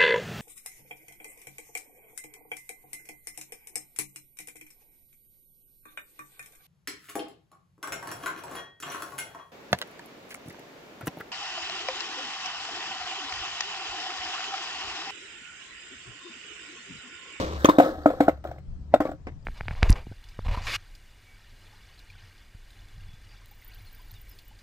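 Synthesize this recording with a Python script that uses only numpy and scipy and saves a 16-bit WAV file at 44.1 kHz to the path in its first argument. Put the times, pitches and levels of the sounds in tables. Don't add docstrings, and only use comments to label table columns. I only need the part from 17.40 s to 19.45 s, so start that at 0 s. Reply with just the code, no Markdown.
import sys
import numpy as np
from scipy import signal
from scipy.fft import rfft, irfft
from scipy.io import wavfile
from scipy.ndimage import uniform_filter1d, map_coordinates

SR = 44100
rng = np.random.default_rng(int(sys.argv[2]) if len(sys.argv) > 2 else 0)


def boost(x):
    u = np.asarray(x, float) / 20
    return 10 ** u


def master_out(mix):
    frames = np.transpose(np.atleast_2d(mix))
    ceiling = np.clip(frames, -1, 1)
    pcm = np.round(ceiling * 32767).astype(np.int16)
    wavfile.write(sys.argv[1], SR, pcm)


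N = 90404

# [start_s, level_db]
ROLL_LEVEL = [(0, -24), (.07, -33.5), (.23, -37.5), (.33, -35), (.38, -45), (.44, -29), (.56, -47),
              (.65, -50), (.72, -46.5), (.79, -48.5), (.9, -48), (1.03, -78.5), (1.06, -49), (1.19, -65),
              (1.22, -78.5), (1.59, -74), (1.66, -44.5), (1.73, -57), (1.78, -79)]
# [start_s, level_db]
RIDER_MUTING = [(0, -7.5), (.24, -12), (.26, 3.5)]
# [pitch_hz, level_db]
LOADED_WHEEL_COLOUR = [(520, -5), (750, -16), (1150, -7), (1580, -20), (2000, -18.5), (3300, -20.5),
                       (5500, -24.5), (8600, -36), (13000, -43.5)]
# [pitch_hz, level_db]
EMPTY_WHEEL_COLOUR = [(130, -26), (503, -7), (681, -19.5), (1060, -15.5), (1700, -11.5), (2450, -36.5),
                      (3600, -23.5), (7000, -35), (14900, -38)]
# [pitch_hz, level_db, fade_60db_s]
BOOM_MODES = [(312.9, 11.5, 0.094), (187.4, -39.5, 0.053), (282, -1.5, 0.066)]
# [pitch_hz, level_db, fade_60db_s]
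DECK_MODES = [(537, 2, 0.12), (595.3, -4, 0.08), (635, 1.5, 0.053), (690, 3.5, 0.046), (746, -4, 0.13),
              (854, -37.5, 0.3), (1110, -13, 0.022), (1124, -8, 0.082), (1285.4, -5.5, 0.076),
              (1366, -20, 0.18), (1575, -10.5, 0.021), (2187, -32, 0.06), (3600, -32, .04)]
# [pitch_hz, likeness_share]
HISS_LIKENESS = [(500, 1), (1500, 0.84), (4000, 0.17), (7000, 0.071), (15000, 0.96)]
# [pitch_hz, level_db]
AIR_COLOUR = [(53, -29.5), (90, -15), (145, -15), (183, -27.5), (248, -29.5), (294, -37), (3580, -61),
              (4740, -59.5), (9000, -69.5), (15500, -89)]
# [pitch_hz, likeness_share]
AIR_LIKENESS = [(60, 0.98), (240, 0.82), (950, 0.08), (3770, 0.02), (15000, 0.05)]
# [pitch_hz, left_minus_right_db]
AIR_BALANCE = [(60, 4), (240, 0.5), (950, 6.5), (3770, 8.5), (15000, 13)]
# [start_s, level_db]
HUM_LEVEL = [(0.0, -33.5), (.12, -29.5), (0.3, -43), (0.45, -56.5), (0.58, -33), (0.72, -52), (.85, -49.5),
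             (1.12, -41), (1.35, -42.5), (1.5, -36.5), (1.57, -54), (1.85, -42.5), (2.05, -48)]
# [start_s, level_db]
GUST_LEVEL = [(0.0, -46.5), (1.2, -56.5), (1.31, -36.5), (1.48, -48.5), (2.05, -47.5)]
# [pitch_hz, fade_60db_s]
YARD_FADE = [(300, 0.074), (1500, 0.24), (8000, 0.04)]
# [start_s, level_db,
# pitch_hz, fade_60db_s]
PING_EVENTS = [(.218, -37.5, 3660, 0.018), (0.2455, -18, 3190, 0.019), (0.257, -9.5, 6240, 0.011),
               (0.268, -57, 6840, 0.0083), (.291, -27.5, 3640, .04), (.304, -32, 3700, 0.034),
               (.315, -38, 3680, 0.026), (0.287, -4, 983, 0.027), (.298, -5, 1053, 0.036),
               (.35, -47, 3590, 0.11), (.369, -35, 3800, .015), (0.385, -30, 3650, .02),
               (.399, -22, 2430, .012), (.435, -36, 3600, 0.027), (0.589, -45, 3570, 0.019),
               (0.634, -45.5, 4570, 0.018), (.660, -23, 2250, 0.017), (.689, -37, 3580, .03),
               (0.88, -17, 1398, 0.048), (.894, -23, 2090, 0.016), (0.947, -53, 4120, 0.013),
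               (.973, -55, 4120, 0.017), (1.05, -51, 5760, 0.01), (1.071, -41, 3340, .015),
               (1.113, -49, 5700, 0.013), (1.182, -45, 2120, .02), (1.546, -34, 3620, 0.033),
               (1.558, -39, 3720, .03), (1.652, -47, 3600, .015), (1.626, -47, 2240, 0.032),
               (1.655, -44, 2250, .04), (1.668, -40, 2275, .04), (1.70, -54, 3600, .04),
               (1.714, -46, 7400, 0.011), (1.874, -46.5, 5220, 0.013), (1.869, -36, 2270, .015),
               (1.875, -37, 2160, .02), (2.027, -55, 4820, 0.015)]
# [pitch_hz, level_db]
CRACK_COLOUR = [(880, -11.5), (1500, -5), (2200, -8.5), (2750, -15.5), (3600, -15.5), (5600, -25.5),
                (7300, -25), (11800, -27), (15500, -27.5)]
# [start_s, boom_pitch_share, boom_ring_share]
FOOT_LOAD = [(.245, 0.95, 0.39), (.29, 0.93, 0.51), (.384, .94, 1.6), (.4, .94, 1.5), (.46, .95, .8),
             (.658, 0.94, 1.28), (.72, 0.78, 0.56), (.804, 0.92, 1.18), (.882, 0.994, 0.36),
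             (1.05, 1.19, 0.25), (1.539, 0.92, 0.56), (1.603, 0.97, 0.89), (1.698, 0.95, 0.9)]
# [start_s, thump_db, thump_hz, boom_db, crack_db]
PRESSED_KNOCKS = [
    (0.245, -7, 540, -10.5, -20.5),
    (0.252, -6, 1138, -35, -39.5),
    (0.2881, -11.5, 631, -10, -29),
    (0.294, -13.5, 538, -20, -27.5),
    (0.735, -26.5, 558, -47, -72),
    (0.8817, -5, 673.5, -13, -35),
    (1.05, -21, 635, -33, -61),
    (1.113, -27.5, 690, -66, -53.5),
    (1.539, 0.5, 619, -18.5, -31.5),
    (1.715, -27, 660, -41, -55),
]
# [start_s, thump_db, thump_hz, boom_db, crack_db]
FREE_KNOCKS = [
    (0.384, -4.5, 604, -12, -26.5),
    (0.399, -2.5, 692, -20, -33),
    (0.6581, -3, 635, -14.5, -35),
    (0.701, -18.5, 666, -49.5, -46),
    (0.8042, -6.5, 690, -16, -33.5),
    (1.603, -12, 653, -20.5, -38.5),
    (1.652, -18.5, 586, -31, -51),
]
# [start_s, thump_db, crack_db]
WHEEL_TAPS = [(.438, -20, -64), (.460, -19.5, -47), (.488, -23, -61), (.582, -34, -69), (.552, -35.5, -58),
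              (.710, -31, -70), (.868, -32.5, -72), (.892, -14.5, -48), (.946, -49, -71), (0.974, -45, -68),
              (1.04, -34, -50.5), (1.073, -38, -53.5), (1.088, -36, -74), (1.142, -46, -77.5),
              (1.16, -43, -82), (1.183, -42, -62), (1.558, -21, -55), (1.617, -24.5, -53),
              (1.667, -29, -55), (1.690, -26, -57), (1.732, -39, -74.5)]
# [start_s, level_db, rise_s, fade_60db_s]
SCUFF_EVENTS = [
    (1.514, -42, 0.025, 0.017),
    (1.869, -28, 0.0008, 0.039),
    (1.881, -34.5, 0.0023, 0.058),
    (1.918, -51, .004, 0.03),
]
# [pitch_hz, level_db]
SOLE_COLOUR = [(150, -25), (250, -4), (736, -10.5), (1400, -28.5), (2140, -18.5), (3000, -35.5),
               (7570, -47.5), (10000, -57.5), (13000, -63.5)]
# [start_s, left_lag_samples]
BOARD_LAG = [(0, 14.1), (.3, 11.3), (.45, 8.7), (.65, 7.35), (1.1, 6), (1.6, 4.16), (2.05, 10.5)]
# [pitch_hz, left_minus_right_db]
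BOARD_BALANCE = [(100, 0.5), (300, 0.5), (800, 2.5), (3000, 0.5), (7000, 0), (13000, -4.5)]


def evened(x):
    return x / np.sqrt(np.mean(x ** 2) + 1e-20)


def read(points, hz):
    table_hz, value = np.transpose(points)
    return np.interp(np.log(hz + 1), np.log(table_hz + 1), value)


def curve(points):
    return np.interp(np.arange(N) / SR, *np.transpose(points))


def colour(x, spectrum):
    length = x.shape[-1]
    size = length + 4096
    gain = boost(read(spectrum, np.fft.rfftfreq(size, 1 / SR)))
    return irfft(rfft(x, size) * gain, size)[..., :length]


def rise(t, rise_s):
    return np.minimum(t / rise_s, 1)


def ring(modes, detune=1.0):
    t = np.arange(SR // 4) / SR
    total = np.zeros(len(t))
    for (hz, db, t60), share in zip(modes, detune * np.ones(len(modes))):
        total += boost(db - 60 * t / t60) * np.sin(2 * np.pi * hz * share * t)
    return total


def clicks(size, per_s, spread_db):
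    chance, sign, big = rng.random((3, size))
    return (chance < per_s / SR) * np.sign(sign - 0.5) * boost(-spread_db * np.log(big + 1 / 20))


def partner(a, b, same):
    return same * a + np.sqrt(1 - same ** 2) * b


def hiss(size, spectrum, ripple_db=2.5):
    a, b = rfft(rng.standard_normal((2, size)))
    same = np.clip(read(HISS_LIKENESS, np.fft.rfftfreq(size, 1 / SR)), 0, 1)
    bumps = uniform_filter1d(rng.standard_normal(len(a)), size=size // 150)
    ripple = boost(ripple_db * evened(bumps))
    flicker = uniform_filter1d(rng.standard_normal(size), size=100)
    grain = boost(2.0 * evened(flicker))
    ports = irfft(ripple * np.array([a, partner(a, b, same)]), size)
    return evened(colour(ports * grain, spectrum))


def rolling():
    t = np.arange(N) / SR
    level_db = curve(ROLL_LEVEL)
    body = ring(DECK_MODES) + boost(-9) * ring(BOOM_MODES)
    body = body * rise(np.arange(len(body)) / SR, 0.003)
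    strikes = evened(clicks(N, per_s=2000, spread_db=4.5)) * boost(level_db + curve(RIDER_MUTING))
    buzz = signal.fftconvolve(strikes, body / np.linalg.norm(body))[:N]
    loaded = np.clip((0.2 - t) / 0.025, 0, 1)
    wheels = loaded * boost(1) * hiss(N, LOADED_WHEEL_COLOUR, ripple_db=1)
    wheels = wheels + (1 - loaded) * hiss(N, EMPTY_WHEEL_COLOUR, ripple_db=0.72)
    return boost(1.5) * buzz + wheels * boost(level_db - 3.5)


def yard(x):
    taps = np.zeros((2, SR // 2))
    at = np.arange(80, SR // 2 - 20, 20)
    signs = rng.choice([-1., 1.], (2, len(at)))
    np.put_along_axis(taps, at + rng.integers(0, 20, (2, len(at))), signs, 1)
    hz, t, z = signal.stft(taps, SR, nperseg=256)
    z = z * boost(-60 * t / read(YARD_FADE, hz)[:, None])
    z = z * (hz / (hz + 1500))[:, None]
    tail = signal.istft(z, SR, nperseg=256)[1]
    return signal.fftconvolve(x[None], tail / np.linalg.norm(tail[0]), axes=1)[:, :N]


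def air():
    frames, hz = N // 256 + 5, np.fft.rfftfreq(1024, 1 / SR)
    a, b, c, d, patches = rng.standard_normal((frames, 513, 5)).T
    patches = uniform_filter1d(patches, size=8, axis=0)
    patches = evened(uniform_filter1d(patches, size=10, axis=1))
    same = np.clip(read(AIR_LIKENESS, hz), -1, 1)[:, None]
    left = a + 1j * b
    z = np.array([left, partner(left, c + 1j * d, same)])
    z = z * boost(read(AIR_COLOUR, hz)[:, None] + 2.2 * patches)
    z = z * boost(np.array([0.5, -0.5])[:, None] * read(AIR_BALANCE, hz))[:, :, None]
    wash = signal.istft(z, nperseg=1024, noverlap=768)[1][:, :N]
    return boost(-47.5) * evened(wash)


def hum():
    pitch_hz, width_hz = 70.37, 6
    f = np.fft.rfftfreq(N, 1 / SR)
    peak = 1 / (1 + (2 * (f - pitch_hz) / width_hz) ** 2)
    tone = evened(irfft(rfft(rng.standard_normal(N)) * peak, N))
    return tone * boost(curve(HUM_LEVEL) - 2.5 + np.array([[0.8], [-0.8]]))


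def gusts():
    f = np.fft.rfftfreq(N, 1 / SR)
    band = f ** 2 / (f ** 2 + 300) / (1 + (f / 50.4) ** 4)
    a, b = irfft(rfft(rng.standard_normal((2, N))) * band, N)
    ports = evened(np.array([a, partner(a, b, 0.35)]))
    return ports * boost(curve(GUST_LEVEL) + np.array([[0.8], [-0.8]]))


def ping(db, hz, t60):
    pair = ring([(hz, db, t60), (hz * 1.1, db - 12, t60)])
    return pair * rise(np.arange(len(pair)) / SR, 0.0012)


def foot(s):
    at, pitch_share, ring_share = np.transpose(FOOT_LOAD)
    return np.interp(s, at, pitch_share), np.interp(s, at, ring_share)


def wheel_thump(t, hz):
    held = rise(t, 0.0043) * boost(-60 * np.maximum(t - 0.0041, 0) / 0.015)
    sag = 1 + 0.13 * (0.5 - rise(t, 0.0061))
    turn = 2 * np.pi * hz * np.cumsum(sag) / SR
    return boost(-0.5) * held * (np.sin(turn) + boost(-15) * np.sin(2.3 * turn))


def deck_ring(t, last):
    uneven_db = 1.5 * rng.standard_normal(len(DECK_MODES))
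    modes = [(hz, db + extra, t60 * last) for (hz, db, t60), extra in zip(DECK_MODES, uneven_db)]
    return ring(modes, rng.uniform(0.95, 1.02, len(DECK_MODES))) * rise(t, 0.0018)


def truck_rattle(t, deck, last):
    strikes = clicks(len(t), per_s=1000, spread_db=1.6) * boost(-60 * t / (0.14 * last))
    return signal.fftconvolve(strikes, deck)[:len(t)]


def deck_boom(t, pitch_share, ring_share):
    modes = [(hz, db, t60 * ring_share) for hz, db, t60 in BOOM_MODES]
    return rise(t, 0.0025) * ring(modes, pitch_share)


def crack_noise(t, last):
    fade = boost(-60 * t / 0.022) + boost(-5.5 - 60 * t / (0.2 * last))
    return hiss(len(t), CRACK_COLOUR) * rise(t, 0.0023) * fade


def knock(thump_db, thump_hz, boom_db, crack_db, flex, last=1.0):
    t = np.arange(SR // 4) / SR
    deck = deck_ring(t, last)
    wood = wheel_thump(t, thump_hz) + boost(-14) * deck + boost(-27.5) * truck_rattle(t, deck, last)
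    boom = boost(boom_db - 3.5) * deck_boom(t, *flex)
    return boost(thump_db) * wood + boom + boost(crack_db + 5.5) * crack_noise(t, last)


def scuff(db, rise_s, t60):
    t = np.arange(SR // 4) / SR
    fade = boost(db - 60 * np.maximum(t - rise_s, 0) / t60)
    return hiss(len(t), SOLE_COLOUR) * rise(t, rise_s) * fade


def add(mix, s, sound):
    part = mix[:, round(s * SR):][:, :sound.shape[-1]]
    part += sound[..., :part.shape[-1]]


def at_ports(board):
    half_lag = curve(BOARD_LAG) / 2
    ports = []
    for sound, side in zip(board, (1, -1)):
        moved = map_coordinates(sound, [np.arange(N) - side * half_lag], order=3, mode="nearest")
        ports.append(colour(moved, [(hz, side * db / 2) for hz, db in BOARD_BALANCE]))
    return np.array(ports)


def scene():
    board = rolling()
    pressed_ring = 0.51
    for s, *row in PING_EVENTS:
        add(board, s, ping(*row))
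    for s, *row in PRESSED_KNOCKS:
        add(board, s, knock(*row, foot(s), last=pressed_ring))
    for s, *row in FREE_KNOCKS:
        add(board, s, knock(*row, foot(s)))
    for s, db, crack_db in WHEEL_TAPS:
        tap_hz = 702 * rng.uniform(0.9, 0.97)
        add(board, s, knock(db, tap_hz, db - 8.5, crack_db, foot(s), last=pressed_ring))
    for s, *row in SCUFF_EVENTS:
        add(board, s, scuff(*row))
    return at_ports(board) + boost(-19.5) * yard(board[0]) + air() + hum() + gusts()


def band_limit(x):
    return signal.sosfilt(signal.butter(12, 16660, fs=SR, output="sos"), x)


def record(dry):
    size = 2 * N
    f = np.fft.rfftfreq(size, 1 / SR)
    dip = 1 - 0.94 * np.exp(-((f - 10000) / 1050) ** 4)
    treble_edge = 1 / (1 + (f / 15800) ** 60)
    mirrored = np.hstack([dry, dry[:, ::-1]])
    x = irfft(rfft(mirrored) * dip * treble_edge, size)[:, :N]
    ceiling = 1.02
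    return band_limit(x / (1 + (x / ceiling) ** 8) ** (1 / 8))


dry = scene()
out = record(dry)
master_out(out)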